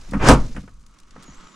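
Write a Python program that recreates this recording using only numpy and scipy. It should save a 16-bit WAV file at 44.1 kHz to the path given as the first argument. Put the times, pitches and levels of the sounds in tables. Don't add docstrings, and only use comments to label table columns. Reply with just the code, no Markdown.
import sys
import numpy as np
from scipy import signal
from scipy.fft import rfft, irfft, next_fast_len
from scipy.io import wavfile
from scipy.ndimage import uniform_filter1d, map_coordinates

SR = 44100
rng = np.random.default_rng(int(sys.argv[2]) if len(sys.argv) > 2 else 0)


def master_out(mix):
    frames = np.transpose(np.atleast_2d(mix))
    ceiling = np.clip(frames, -1, 1)
    pcm = np.round(ceiling * 32767).astype(np.int16)
    wavfile.write(sys.argv[1], SR, pcm)


N = 68355

# start in seconds, body level in dB, crack level in dB.
SLAM_HITS = [(0.285, -28.5, -12), (0.288, -0.5, -20), (0.2927, -12, -19), (0.298, -4.5, -40),
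             (0.311, -12, -20.5), (0.32, -17.5, -25.5), (0.333, -27, -27)]
# frequency in Hz, relative level in dB.
DOOR_MODES = [(48.5, 2), (103, -6.5), (138, -5), (192, -5), (238, -13.5), (271, -3.5), (507, -4.5),
              (618, -8), (733, -4), (996, -11), (1256, -7)]
BOLT_MODES_HZ = [5280, 6760, 7970, 8550]
LINKAGE_MODES_HZ = [498.7, 1259, 1504, 1875]
# start in seconds, clack level in dB, thud level in dB, clack cutoff in Hz.
KNOCK_HITS = [(0.087, -73, -32.5, 1030), (0.121, -36, -23, 1500), (0.1345, -20.5, -18.5, 2330),
              (0.149, -28.5, -16, 1670), (0.162, -26.5, -14, 1190), (0.548, -40, -33, 2000),
              (0.5638, -29, -32, 4020), (0.579, -39.5, -27.5, 686), (0.636, -47.5, -34.5, 2985),
              (0.678, -39, -62, 2980), (1.162, -36, -50, 1590), (1.177, -49.5, -38.5, 1700),
              (1.282, -52.5, -34, 900), (1.441, -47, -47, 1300)]
# start in seconds, level in dB, cutoff in Hz.
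TICK_HITS = [(0.012, -43, 6000), (0.111, -39.5, 15000), (0.837, -52, 3800), (0.864, -48.5, 15070),
             (0.987, -48, 7570), (1.0, -47.5, 15400), (1.033, -48, 4200), (1.108, -43.5, 7000),
             (1.225, -44, 9900), (1.232, -44.5, 14100), (1.24, -49, 15000), (1.345, -50.5, 11000)]
# (time in seconds, pitch in Hz, level in dB).
HINGE_SQUEAKS = [(15, [(1.248, 7120, -72), (1.264, 6750, -56), (1.28, 6680, -54.5), (1.325, 7060, -62),
                 (1.374, 7430, -63), (1.418, 7400, -73), (1.462, 7200, -62), (1.502, 7160, -65),
                 (1.55, 7020, -62)]), (110, [(1.29, 6550, -68), (1.303, 6230, -56), (1.321, 5920, -61),
                 (1.356, 6390, -55.5)]), (40, [(1.305, 7640, -76), (1.4, 7880, -69), (1.45, 7300, -73)]),
                 (40, [(1.485, 7840, -69), (1.535, 7660, -74)])]
# time in seconds, level in dB.
SLIDE_ENVELOPE = [(0.18, -54.5), (0.2, -30.5), (0.228, -19.5), (0.262, -15), (0.286, -11.5), (0.31, -17.5),
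                  (0.345, -35.5), (0.38, -74)]
SWING_ENVELOPE = [(0.85, -69), (0.96, -59), (1.06, -64), (1.14, -56), (1.23, -50), (1.3, -51.5),
                  (1.42, -49), (1.55, -52)]
RUMBLE_ENVELOPE = [(0, -33), (0.04, -44), (0.14, -25), (0.25, -22), (0.33, -20), (0.45, -26), (0.7, -45.5),
                   (0.76, -40.5), (1.0, -52), (1.12, -40.5), (1.2, -55), (1.38, -44), (1.55, -65)]
HISS_ENVELOPE = [(0.2, -54), (0.4, -46.5), (0.62, -57.5), (0.72, -68.5), (0.9, -77)]
# frequency in Hz, relative level in dB.
BODY_SPECTRUM = [(40, -2.5), (280, 3.5), (600, -5.5), (1200, -8.5), (1700, -21.5), (3000, -22), (6000, -33),
                 (15000, -61)]
CRACK_SPECTRUM = [(2500, -27), (5000, -4.5), (8000, -6), (9800, -8), (11000, -22.5), (15500, -27)]
GRIND_SPECTRUM = [(50, 3.5), (100, 2.5), (400, -4.5), (1250, -6.5), (2500, -15), (4000, -30), (9000, -46)]
SCRAPE_SPECTRUM = [(3000, -1), (5000, 4.5), (6800, 3), (9700, -9), (11000, -19), (15500, -31.5)]
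CLACK_SPECTRUM = [(150, -9), (470, -2.5), (750, -6.5), (1250, -1.5), (2800, -13), (4000, -27), (9800, -9.5)]
THUD_SPECTRUM = [(50, -10), (110, -9), (195, 1.5), (270, -4), (500, -24)]
TICK_SPECTRUM = [(600, -23.5), (1400, -5.5), (6800, -0.5), (9800, -4), (11000, -13.5), (15500, -16.5)]
RUB_SPECTRUM = [(100, -20.5), (190, -1.5), (750, -16.5), (1250, -1.5), (1650, -11.5), (3600, -17.5),
                (6500, -19), (8400, -35.5), (10000, -33.5), (11500, -52.5)]
RUMBLE_SPECTRUM = [(15, 10), (52, -4), (85, -17.5), (150, -20.5), (270, -27.5), (400, -53)]
HISS_SPECTRUM = [(500, -1.5), (1200, -2), (6700, -2.5), (8300, -10.5), (9800, -13.5), (15000, -31.5)]
ROOM_TONE_SPECTRUM = [(100, -10.5), (200, 6), (750, -18), (1150, 0.5), (2200, -32), (6500, -12.5),
                      (9700, -21), (11200, -35.5), (15000, -46.5)]
# frequency in Hz, T60 in seconds.
BODY_DECAY = [(90, 0.36), (250, 0.15), (700, 0.16), (1300, 0.22), (3000, 0.16)]
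ROOM_DECAY = [(100, 1), (300, 0.44), (2000, 0.21)]
# frequency in Hz, left-right correlation from 0 to 1.
STEREO_CORRELATION = [(220, 0.99), (500, 1), (1000, 0.87), (2000, 0.59), (4000, 0.65), (8000, 1),
                      (12000, 0.64)]
# frequency in Hz, left minus right in dB.
PORT_BALANCE = [(300, -8.5), (1300, 0.5), (4400, -2), (9000, 5)]

TOP_HZ = 15850


def bolts_slam(ring_db=3.0, ring_t60_scale=0.68, steel_db=-16, rise_s=0.00022):
    out = np.zeros((2, N))
    t = np.arange(SR // 2) / SR
    for start_s, body_db, crack_db in SLAM_HITS:
        modes = sum(amp(steel_db + 2 * rng.normal()) * np.sin(2 * np.pi * hz * t) for hz in BOLT_MODES_HZ)
        steel = modes * fade(t60_s=0.093, attack_s=0.0005)
        body = damped(noise(BODY_SPECTRUM, size=SR // 2), BODY_DECAY) * (1 - np.exp(-t / rise_s))
        crack = burst(CRACK_SPECTRUM, t60_s=0.065, attack_s=0.0015)
        add(out, start_s, amp(body_db) * body + amp(crack_db) * (crack + steel))
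    hardest_s = max(SLAM_HITS, key=lambda row: row[1])[0]
    add(out, hardest_s, amp(ring_db) * door_ring(blow_spectrum=[(1, 0)], t60_scale=ring_t60_scale))
    return out


def door_ring(blow_spectrum, t60_scale):
    t = np.arange(SR // 2) / SR
    gains = np.array([amp(db + at_hz(blow_spectrum, hz) + 0.5 * rng.normal()) for hz, db in DOOR_MODES])
    modes = []
    for hz, _ in DOOR_MODES:
        envelope = fade(t60_scale * at_hz(BODY_DECAY, hz), attack_s=0.5 / hz)
        modes.append(np.sin(2 * np.pi * (hz * t + rng.random())) * envelope)
    return np.sqrt(2) * gains / np.linalg.norm(gains) @ modes


def bolts_slide(scrape_db=-9.0, scrape_slope=2.5, grind_rough_db=0.5, scrape_rough_db=1.8):
    db, = curves(SLIDE_ENVELOPE)
    grind = amp(db + grind_rough_db * wobble(160)) * noise(GRIND_SPECTRUM)
    treble_db = db.max() + scrape_db + scrape_slope * (db - db.max())
    scrape = amp(treble_db + scrape_rough_db * wobble(600)) * noise(SCRAPE_SPECTRUM)
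    return grind + scrape


def linkage_knocks(mean_t60_s=0.067, stretch_per_db=0.0369, snap_db=2, ring_db=-9.5):
    out = np.zeros((2, N))
    t = np.arange(SR // 2) / SR
    mean_db = np.mean([row[1] for row in KNOCK_HITS])
    for start_s, clack_db, thud_db, cutoff_hz in KNOCK_HITS:
        t60_s = mean_t60_s * np.exp(stretch_per_db * (clack_db - mean_db))
        snap = amp(snap_db) * fade(t60_s=0.0038, attack_s=0.00025)
        envelope = snap + fade(t60_s, attack_s=0.0005)
        ring = sum(amp(ring_db + at_hz(CLACK_SPECTRUM, hz)) * np.sin(2 * np.pi * (hz * t + rng.random()))
                   for hz in LINKAGE_MODES_HZ)
        clack = (noise(CLACK_SPECTRUM, size=SR // 2) + ring) * envelope / np.sqrt(2)
        thud = door_ring(THUD_SPECTRUM, t60_scale=0.54)
        add(out, start_s, amp(clack_db) * lowpass(clack, cutoff_hz) + amp(thud_db) * thud)
    return out


def handling_ticks(faint_per_s=68, faint_db=-60, scatter_db=3):
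    out = np.zeros((2, N))
    faint = [(position * N / SR, faint_db + scatter_db * np.log(1e-3 + strength), TOP_HZ)
             for position, strength in rng.random((round(faint_per_s * N / SR), 2))]
    for start_s, db, cutoff_hz in TICK_HITS + faint:
        tick = burst(TICK_SPECTRUM, t60_s=0.027, attack_s=0.00015)
        add(out, start_s, amp(db) * lowpass(tick, cutoff_hz))
    return out


def door_swing(grain_db=1.7):
    db, = curves(SWING_ENVELOPE)
    return amp(db + grain_db * wobble(290)) * noise(RUB_SPECTRUM)


def hinge_squeak(waver_hz, glide, flutter_db=1.0):
    hz, db = curves(glide)
    t = np.arange(N) / SR
    gate = uniform_filter1d(1.0 * ((t >= glide[0][0]) & (t <= glide[-1][0])), size=400)
    phase = 2 * np.pi * np.cumsum(hz + waver_hz * wobble(500)) / SR
    return np.sqrt(2) * gate * amp(db - flutter_db * wobble(150)) * np.sin(phase)


def room_reverb(x):
    tail = damped(noise([(1, 0), (SR, 0)], size=SR), ROOM_DECAY)
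    return signal.fftconvolve(x, tail / np.linalg.norm(tail[0]), axes=1)[:, :N]


def background(hiss_rough_db=2, room_tone_db=-65.5):
    rumble = amp(curves(RUMBLE_ENVELOPE)[0]) * noise(RUMBLE_SPECTRUM)
    hiss = amp(curves(HISS_ENVELOPE)[0] + hiss_rough_db * wobble(200)) * noise(HISS_SPECTRUM)
    room_tone = amp(room_tone_db) * noise(ROOM_TONE_SPECTRUM)
    return rumble + off_axis(hiss + room_tone)


def off_axis(x):
    return filtered(x, lambda hz: amp(np.outer([0.5, -0.5], at_hz(PORT_BALANCE, hz))))


def noise(spectrum, size=N, ripple_db=2.5, ripple_step_hz=60.47):
    hz = np.fft.rfftfreq(size, 1 / SR)
    width_rad = np.arccos(np.clip(at_hz(STEREO_CORRELATION, hz), 0, 1)) / 2
    phasors = np.exp(2j * np.pi * rng.random((2, len(hz))))
    ripple = map_coordinates(rng.standard_normal(SR // 20), [hz / ripple_step_hz], mode="wrap")
    db = at_hz(spectrum, hz) + ripple_db * np.tanh(hz / 2000) * ripple
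    gain = amp(db) / np.maximum(1, hz / spectrum[-1][0]) ** 10
    mid, side = irfft(phasors * gain * [np.cos(width_rad), np.sin(width_rad)], size)
    stereo = np.array([mid + side, mid - side])
    return stereo / np.sqrt(np.mean(stereo ** 2) + 1e-20)


def burst(spectrum, t60_s, attack_s):
    return noise(spectrum, size=SR // 2) * fade(t60_s, attack_s)


def fade(t60_s, attack_s):
    t = np.arange(SR // 2) / SR
    return np.exp(-np.log(1000) * t / t60_s) * (1 - np.exp(-t / attack_s))


def damped(x, decay):
    hz, t, bins = signal.stft(x, SR, nperseg=256)
    envelopes = np.exp(-np.log(1000) * t / at_hz(decay, hz)[:, None])
    return signal.istft(bins * envelopes, SR)[1][:, :x.shape[1]]


def lowpass(x, cutoff_hz):
    return signal.sosfilt(signal.butter(2, min(cutoff_hz, 0.45 * SR), fs=SR, output="sos"), x)


def filtered(x, response):
    size = next_fast_len(N + SR // 4)
    return irfft(rfft(x, size) * response(np.fft.rfftfreq(size, 1 / SR)), size)[..., :x.shape[-1]]


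def wobble(knots_per_s):
    return map_coordinates(rng.standard_normal(N // 4), [np.arange(N) * knots_per_s / SR], mode="wrap")


def curves(rows):
    times_s, *columns = np.transpose(rows)
    return [np.interp(np.arange(N) / SR, times_s, column) for column in columns]


def at_hz(rows, hz):
    knots_hz, values = np.transpose(rows)
    return np.interp(np.log(hz + 1), np.log(knots_hz + 1), values)


def amp(db):
    return 10 ** (np.asarray(db) / 20)


def add(out, start_s, sound):
    part = out[:, round(start_s * SR):][:, :sound.shape[-1]]
    part += sound[..., :part.shape[1]]


def scene(reverb_db=-21.5):
    safe = bolts_slide() + bolts_slam() + linkage_knocks() + handling_ticks()
    safe += off_axis(door_swing())
    safe += sum(hinge_squeak(waver_hz, glide) for waver_hz, glide in HINGE_SQUEAKS)
    return safe + amp(reverb_db) * room_reverb(safe) + background()


def record(dry, left_lag_s=0.000011, knee=7):
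    ports = filtered(dry, lambda hz: np.exp(np.pi * 1j * left_lag_s * np.outer([-1, 1], hz)))
    clipped = ports / (1 + np.abs(ports) ** knee) ** (1 / knee)
    return filtered(clipped, lambda hz: hz < TOP_HZ)


dry = scene()
out = record(dry)
master_out(out)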